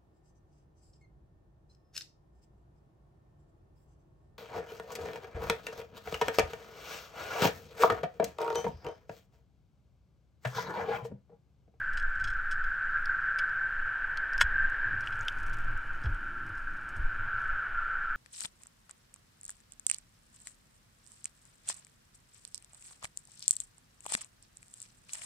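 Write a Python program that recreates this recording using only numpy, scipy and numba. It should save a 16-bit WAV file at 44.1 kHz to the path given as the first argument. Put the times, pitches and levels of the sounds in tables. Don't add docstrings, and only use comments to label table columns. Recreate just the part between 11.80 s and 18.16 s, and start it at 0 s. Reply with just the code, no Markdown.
import sys
import numpy as np
from scipy import signal
from scipy.fft import rfft, irfft, next_fast_len
from scipy.io import wavfile
from numba import njit

SR = 44100
rng = np.random.default_rng(int(sys.argv[2]) if len(sys.argv) > 2 else 0)


def inscribe(sig):
    pcm = np.round(np.clip(np.atleast_2d(sig).T, -1, 1) * 32767)
    wavfile.write(sys.argv[1], SR, pcm.astype(np.int16))


N = 280476
T = np.arange(N) / SR


# (t/s, base level/dB, centre f/Hz)
CASE_RING_PATH = [(0, -35, 1564), (0.6, -34, 1538), (1.35, -30.0, 1546), (1.95, -34.5, 1570),
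                  (2.2, -35.5, 1565), (2.75, -34, 1635), (3.13, -35.5, 1626), (3.3, -36.5, 1510),
                  (3.7, -38, 1515), (4.4, -38.5, 1492), (5.2, -39, 1512), (5.6, -33, 1480),
                  (6.1, -31, 1466), (6.36, -32.5, 1474)]
# (t/s, level/dB)
RUSH_LEVEL_PATH = [(0, -53), (0.7, -54), (1.3, -52), (2.75, -48), (3.45, -48), (4.2, -51), (4.85, -54),
                   (5.55, -48.5), (6.36, -50.5)]
# (f/Hz, relative level per Hz/dB)
RUSH_SPECTRUM = [(160, -10.5), (520, -6), (760, -4), (935, 2.5), (1000, -5), (1075, 2), (1750, 4),
                 (2040, -6.5), (2320, 0), (2720, -8), (2990, -6), (3280, -14), (3460, -19.5), (4600, -30.5)]
# (f/Hz, relative level per Hz/dB)
FAR_HISS_SPECTRUM = [(100, 15), (1000, 13), (4000, 6), (5000, 5), (6500, 0), (9500, -2), (10600, -6),
                     (11300, -3), (12000, -8), (13200, -8), (15000, -14)]
FAR_HISS_DB = -67
MAIN_HZ, MAIN_FOLLOWS = 1551.5, 0.31
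MAIN_DB, MAIN_DB_PER_HZ = -0.86, 0.0442
LOWER_DB, LOWER_DB_PER_HZ = -8.5, -0.0434
SPLASH_HZ, SPLASH_DB = 29.87, 1.16

# (start t/s, length/s, helmet rumble level/dB, body and harness level/dB)
WEIGHT_SHIFTS = [(0.153, 0.13, -31, -63.5), (0.422, 0.14, -27.5, -53), (0.797, 0.065, -32, -66),
                 (2.598, 0.26, -31.5, -54), (3.117, 0.31, -45.5, -49.5), (3.582, 0.37, -29, -51.5),
                 (3.954, 0.39, -36, -59), (4.703, 0.18, -63, -63), (5.182, 0.59, -39.5, -55.5)]
SHIFT_ATTACK_S, SHIFT_RELEASE_S = 0.1, 0.068
STILL_RUMBLE_DB, STILL_BODY_DB = -40, -61
# (f/Hz, relative level per Hz/dB)
RUMBLE_SPECTRUM = [(3, -9.5), (8, 14.5), (13, 18.5), (17, 17.5), (23, -10), (36, 4), (50, -8), (72, -15.5),
                   (150, -43.5)]
# (f/Hz, relative level per Hz/dB)
BODY_SPECTRUM = [(60, -23), (78, -8.5), (97, 0.5), (113, 0), (135, -15), (155, -11.5), (220, -23.5),
                 (500, -42.5)]
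# (start t/s, length/s, level/dB)
SLEEVE_RUBS = [(2.65, 0.41, -66.5), (3.08, 0.067, -58.5), (3.55, 1.79, -59), (4.25, 0.44, -58)]
RUB_ATTACK_S, RUB_RELEASE_S, STILL_SLEEVE_DB = 0.082, 0.1, -71.5
# (f/Hz, relative level per Hz/dB)
SLEEVE_SPECTRUM = [(140, 5), (240, 2), (310, 7.5), (400, -5), (700, -45.5), (1500, -41.5)]
RUB_FLICKER_HZ, RUB_FLICKER_DB = 14, 2

# (t/s, level before the walls/dB, t60/s, treble tilt/dB per octave)
POINT_CRUNCHES = [(0.132, -49, .05, 2.5), (.172, -36.5, .07, 0.5), (.198, -44, 0.029, 3.5),
                  (.225, -51, .05, 1), (.353, -56, 0.034, 4), (0.399, -43.5, 0.026, -1),
                  (0.441, -35.5, 0.05, 2), (0.474, -38.5, 0.064, -0.5), (.501, -44, 0.037, 3.5),
                  (.529, -66, 0.069, -3), (.712, -41, 0.072, 6), (0.725, -47, 0.034, 5),
                  (0.84, -42.5, 0.038, -2), (3.238, -43, 0.097, -8), (3.323, -40.5, 0.056, -7.5),
                  (4.236, -50.5, 0.11, 2.5), (4.258, -38.5, 0.05, -10), (4.774, -61, 0.11, 10),
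                  (5.089, -56, 0.054, 20), (5.164, -57.5, .07, 18)]
# (start t/s, length/s, middle level before the walls/dB)
CRAMPON_GRINDS = [(0.409, .12, -50), (0.812, .13, -68), (5.568, .14, -62.5)]
CRUMBS_PER_S, CRUMB_SPREAD_DB = 55, 5
CRUMB_T60_S, CRUMB_TILT_DB = 0.028, 1.5
# (f/Hz, relative level per Hz/dB)
CRACK_SPECTRUM = [(310, -48.5), (610, -22.5), (1520, 12), (2250, 6.5), (3280, 3), (3760, -3.5), (4420, -4),
                  (5320, -3), (5960, -5), (6620, -9), (7520, -11.5), (10100, -18), (11400, -24.5),
                  (12900, -26.5), (14800, -29.5)]
# (f/Hz, width/Hz, level/dB)
CASE_WALL_MODES = [(3020, 90, -0.5), (3330, 80, 3.5), (4050, 120, 1.5), (4930, 190, -1), (5310, 110, 3),
                   (6560, 70, 4.5), (7240, 47, 0.5), (7800, 130, 4.5), (8270, 140, -2)]
WALL_DIRECT_DB = -4

# (start t/s, length/s, level/dB)
JACKET_RUSTLES = [(.16, 0.5, -80), (3.25, 0.55, -66), (3.85, 1.54, -76.5), (5.62, 0.069, -72)]
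RUSTLE_ATTACK_S, RUSTLE_RELEASE_S = 0.08, 0.053
# (f/Hz, relative level per Hz/dB)
SLIDE_SPECTRUM = [(1500, -12), (3100, -3), (4200, -3), (5200, -2), (6500, -1), (9000, 0), (11000, 1),
                  (12400, -6), (14800, -11)]
CREASES_PER_S, CREASE_SPREAD_DB = 200, 20
CREASE_T60_S, CREASE_TILT_DB = 0.013, 8
SLIDE_DB = -10.5

# (t/s, tick level/dB, ring f/Hz, ring against tick/dB, tick tilt/dB per octave)
METAL_CLINKS = [(1.256, -41, 4840, -2, 1.5), (1.694, -54, 4950, -6, 2), (2.373, -35.5, 4300, -5.5, 3.5),
                (2.533, -42.5, 5160, -3.5, 3), (2.579, -37, 5150, -5.5, 1.5), (2.609, -39, 8300, -17, 12),
                (2.899, -58, 6420, -8, 16.5), (3.208, -47.5, 5660, -11, 6), (3.272, -36.5, 2870, 4.5, -2),
                (3.289, -59, 7940, -15, 8), (3.368, -61, 7900, -16, 13), (3.392, -55, 7400, -8, 8),
                (3.409, -49, 6640, 3, -1), (3.431, -52, 7950, -15, 5), (3.482, -29.5, 3130, 4.5, 2),
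                (3.599, -50, 8040, -13, 0), (3.668, -56, 7900, -9, 11), (3.732, -47, 5150, -9, 1),
                (3.74, -51, 10900, -13, 7), (3.976, -57, 8000, -16, 12), (4.346, -53, 8400, -9, 3),
                (4.692, -59, 9800, -10, 10)]
METAL_MODES = [(.87, .45), (.94, -.6), (1, 1), (1.07, -.7), (1.15, .45)]
CLINK_TICK_T60_S, CLINK_RING_T60_S = 0.019, 0.024

# (t/s, level before the walls/dB)
PICK_TAPS = [(1.586, -38), (1.589, -33)]
# (f/Hz, relative level/dB, t60/s)
TAP_MODES = [(2265, 2, 0.048), (3130, -10, 0.049), (3560, -22, 0.044), (4120, -22, 0.028),
             (4425, -18, 0.055), (4870, -9.5, 0.025), (7564, -40, 0.073), (8100, -28, 0.033),
             (9948, -16, 0.039)]
TAP_RING_DB = 0.5
TAP_CRACK_T60_S, TAP_TILT_DB = 0.04, -3

# (t/s, level before the filter and walls/dB, t60/s, tilt/dB per octave)
BLOW_CRACKS = [(2.6, -36, 0.044, 2), (2.6095, -18.5, 0.011, 3), (2.6113, -13, 0.047, -4.5),
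               (2.616, -28, 0.014, 24), (2.624, -38, 0.019, 17), (2.626, -47, .035, 2)]
CRACK_LOW_HZ = 1900
# (f/Hz, relative level/dB)
BLOW_MODES = [(595, -23), (949, -14), (1075, -13.5), (1445, 0), (1690, -3), (1850, -5), (2150, -16),
              (2555, -14), (2990, -13), (3350, -12), (4800, -20), (5300, -20), (6590, -18), (7500, -21)]
BLOW_S, BLOW_DB, BLOW_PUSH_S, BLOW_T60_S = 2.6115, -11, 0.0015, 0.04

# (t/s, level/dB, pitch f/Hz, length/s)
HELMET_JOLTS = [(2.636, -25.5, 46, 0.032), (4.25, -24, 64, 0.06), (4.296, -23.5, 21.7, 0.073),
                (4.702, -44, 90, 0.035), (5.184, -24.5, 44.4, 0.037), (5.205, -20.5, 14.7, .1),
                (5.686, -36, 34, 0.074)]

# (t/s, level/dB, t60/s)
BOOT_KICKS = [(4.239, -33.5, 0.3), (4.69, -48, .15), (5.16, -40.5, .4)]
KICK_ATTACK_S = 0.0099
# (f/Hz, relative level per Hz/dB)
KNOCK_SPECTRUM = [(60, -13), (105, 12), (150, -11), (220, -16), (330, -22), (620, -23), (1000, -21)]


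def amp(db):
    return 10 ** (np.asarray(db) / 20)


def unit(x):
    return x / np.sqrt(np.mean(x ** 2))


def curves(rows):
    s, *columns = np.transpose(rows)
    return [np.interp(T, s, column) for column in columns]


def add(out, s, sound):
    i = int(s * SR)
    out[i:i + len(sound)] += sound[:N - i]


def fade(t, t60):
    return np.exp(-np.log(1000) * t / t60)


def flicker(hz, db):
    steps = rng.standard_normal(size=1024)
    return amp(db * np.interp(T * hz, np.arange(len(steps)), steps))


def moves(rows, attack_s, release_s):
    power = np.zeros(N)
    for s, length, db in rows:
        corners = [s - attack_s, s, s + length, s + length + release_s]
        power += (amp(db) * np.interp(T, corners, [0, 1, 1, 0])) ** 2
    return np.sqrt(power)


def gain_db(points, hz):
    f, db = np.transpose(points)
    octave = np.log2(hz + 1)
    beyond = np.maximum(octave - np.log2(f[-1]), 0)
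    return np.interp(octave, np.log2(f), db) - 36 * beyond


def noise(points):
    size = next_fast_len(N)
    gain = amp(gain_db(points, np.fft.rfftfreq(size, 1 / SR)))
    white = rng.standard_normal(N)
    return unit(irfft(rfft(white, size) * gain, size)[:N])


def response(points, tilt_db, size=512):
    hz = np.fft.rfftfreq(size, 1 / SR)
    db = gain_db(points, hz) + tilt_db * np.log2(np.clip(hz, 2000, 9000) / 5000)
    cepstrum = irfft(np.log(amp(db)))
    cepstrum[1:size // 2] *= 2
    cepstrum[size // 2 + 1:] = 0
    click = irfft(np.exp(rfft(cepstrum)))
    return click / np.linalg.norm(click)


@njit
def resonate(x, hz, width):
    y, band, low = np.empty(len(x)), 0., 0.
    for i in range(len(x)):
        g, k = np.tan(np.pi * hz[i] / SR), width / hz[i]
        v = (band + g * (x[i] - low)) / (1 + g * (g + k))
        band, low, y[i] = 2 * v - band, low + 2 * g * v, k * v
    return y


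def ring(hz, width_hz, skirt_hz):
    centre = hz + np.zeros(N)
    narrow = resonate(rng.standard_normal(N), centre, float(width_hz))
    return unit(resonate(narrow, centre, float(skirt_hz)))


def fracture(t60, tilt_db):
    t = T[:SR // 8]
    envelope = fade(t, t60)
    cracks = rng.standard_normal(len(t)) * rng.exponential(size=len(t)) * envelope
    burst = signal.fftconvolve(cracks, response(CRACK_SPECTRUM, tilt_db))[:len(t)]
    return burst * np.linalg.norm(envelope) / np.linalg.norm(burst)


def walls(x):
    out = amp(WALL_DIRECT_DB) * x
    for hz, width, db in CASE_WALL_MODES:
        out = out + amp(db) * resonate(x, hz + np.zeros(N), float(width))
    return out


def water():
    ring_db, centre_hz = curves(CASE_RING_PATH)
    rush_db, = curves(RUSH_LEVEL_PATH)
    shift_hz = centre_hz - MAIN_HZ
    main_hz = MAIN_HZ + MAIN_FOLLOWS * shift_hz
    main_db = ring_db + MAIN_DB + MAIN_DB_PER_HZ * shift_hz
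    lower_db = ring_db + LOWER_DB + LOWER_DB_PER_HZ * shift_hz
    main = amp(main_db) * ring(main_hz, width_hz=98, skirt_hz=258)
    shoulder = amp(main_db - 9.5) * ring(1.11 * main_hz, width_hz=90, skirt_hz=160)
    lower = amp(lower_db) * ring(1376.6, width_hz=73, skirt_hz=190)
    case = (main + shoulder + lower) * flicker(SPLASH_HZ, SPLASH_DB)
    rush = amp(rush_db) * noise(RUSH_SPECTRUM)
    return case + rush + amp(FAR_HISS_DB) * noise(FAR_HISS_SPECTRUM)


def climber():
    shifts = np.array(WEIGHT_SHIFTS)
    sway_moves = moves(shifts[:, [0, 1, 2]], SHIFT_ATTACK_S, SHIFT_RELEASE_S)
    strain_moves = moves(shifts[:, [0, 1, 3]], SHIFT_ATTACK_S, SHIFT_RELEASE_S)
    rub_moves = moves(SLEEVE_RUBS, RUB_ATTACK_S, RUB_RELEASE_S)
    sway = np.hypot(amp(STILL_RUMBLE_DB), sway_moves) * noise(RUMBLE_SPECTRUM)
    strain = np.hypot(amp(STILL_BODY_DB), strain_moves) * noise(BODY_SPECTRUM)
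    rub = np.hypot(amp(STILL_SLEEVE_DB), rub_moves) * noise(SLEEVE_SPECTRUM)
    return sway + (strain + rub) * flicker(RUB_FLICKER_HZ, RUB_FLICKER_DB)


def crampons():
    out = np.zeros(N)
    for s, db, t60, tilt_db in POINT_CRUNCHES:
        add(out, s, amp(db) * fracture(t60, tilt_db))
    for s, length, db in CRAMPON_GRINDS:
        for when in np.arange(0, length, 1 / CRUMBS_PER_S):
            crumb_db = db + CRUMB_SPREAD_DB * rng.standard_normal()
            crumb = amp(crumb_db) * fracture(CRUMB_T60_S, CRUMB_TILT_DB)
            add(out, s + when + rng.random() / CRUMBS_PER_S, crumb)
    return out


def jacket():
    slide = amp(SLIDE_DB) * noise(SLIDE_SPECTRUM)
    creases = np.zeros(N)
    count = int(CREASES_PER_S * T[-1])
    for when, size, length, bright in rng.random(size=(count, 4)):
        snap = fracture(CREASE_T60_S * (0.5 + length), CREASE_TILT_DB * (0.5 + bright))
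        add(creases, when * T[-1], amp(CREASE_SPREAD_DB * size ** 2) * snap)
    cloth = unit(slide + unit(creases))
    return moves(JACKET_RUSTLES, RUSTLE_ATTACK_S, RUSTLE_RELEASE_S) * cloth


def hardware():
    out, t = np.zeros(N), T[:SR // 8]
    for s, db, hz, ring_db, tilt_db in METAL_CLINKS:
        modes = sum(gain * np.sin(2 * np.pi * hz * ratio * t) for ratio, gain in METAL_MODES)
        metal = amp(ring_db) * modes * fade(t, CLINK_RING_T60_S)
        tick = fracture(CLINK_TICK_T60_S, tilt_db)
        add(out, s, amp(db) * (tick + metal))
    return out


def tool_tap():
    out, t = np.zeros(N), T[:SR // 8]
    steel = sum(amp(db) * np.sin(2 * np.pi * hz * t) * fade(t, t60) for hz, db, t60 in TAP_MODES)
    for s, db in PICK_TAPS:
        crack = fracture(TAP_CRACK_T60_S, TAP_TILT_DB)
        add(out, s, amp(db) * (crack + amp(TAP_RING_DB) * steel))
    return out


def ice_tool():
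    cracks, t = np.zeros(N), T[:SR // 6]
    for s, db, t60, tilt_db in BLOW_CRACKS:
        add(cracks, s, amp(db) * fracture(t60, tilt_db))
    high_pass = signal.butter(2, CRACK_LOW_HZ, "high", fs=SR, output="sos")
    out = walls(signal.sosfilt(high_pass, cracks))
    knock = np.zeros(len(t))
    for k, (hz, db) in enumerate(BLOW_MODES):
        knock += (-1) ** k * amp(db) * np.sin(2 * np.pi * hz * t)
    push = np.minimum(t / BLOW_PUSH_S, 1)
    add(out, BLOW_S, amp(BLOW_DB) * knock * fade(t, BLOW_T60_S) * push)
    return out


def thuds():
    out = np.zeros(N)
    for s, db, hz, length in HELMET_JOLTS:
        t = T[:int(length * SR)]
        swell = np.sin(np.pi * t / length) ** 2
        add(out, s, amp(db) * np.sin(2 * np.pi * hz * t) * swell)
    return out


def kicks():
    gain = np.zeros(N)
    for s, db, t60 in BOOT_KICKS:
        attack = np.clip((T - s) / KICK_ATTACK_S, 0, 1)
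        gain += amp(db) * attack * fade(np.maximum(T - s, 0), t60)
    return gain * noise(KNOCK_SPECTRUM)


def scene():
    lean_db = 0.2
    blow = amp([[lean_db], [-lean_db]]) * ice_tool()
    steady = water() + climber()
    sharp = walls(crampons() + tool_tap())
    return blow + steady + sharp + jacket() + hardware() + thuds() + kicks()


def record(dry):
    low_pass = signal.ellip(10, 0.2, 80, 14950, fs=SR, output="sos")
    return signal.sosfilt(low_pass, dry)


dry = scene()
out = record(dry)
inscribe(out)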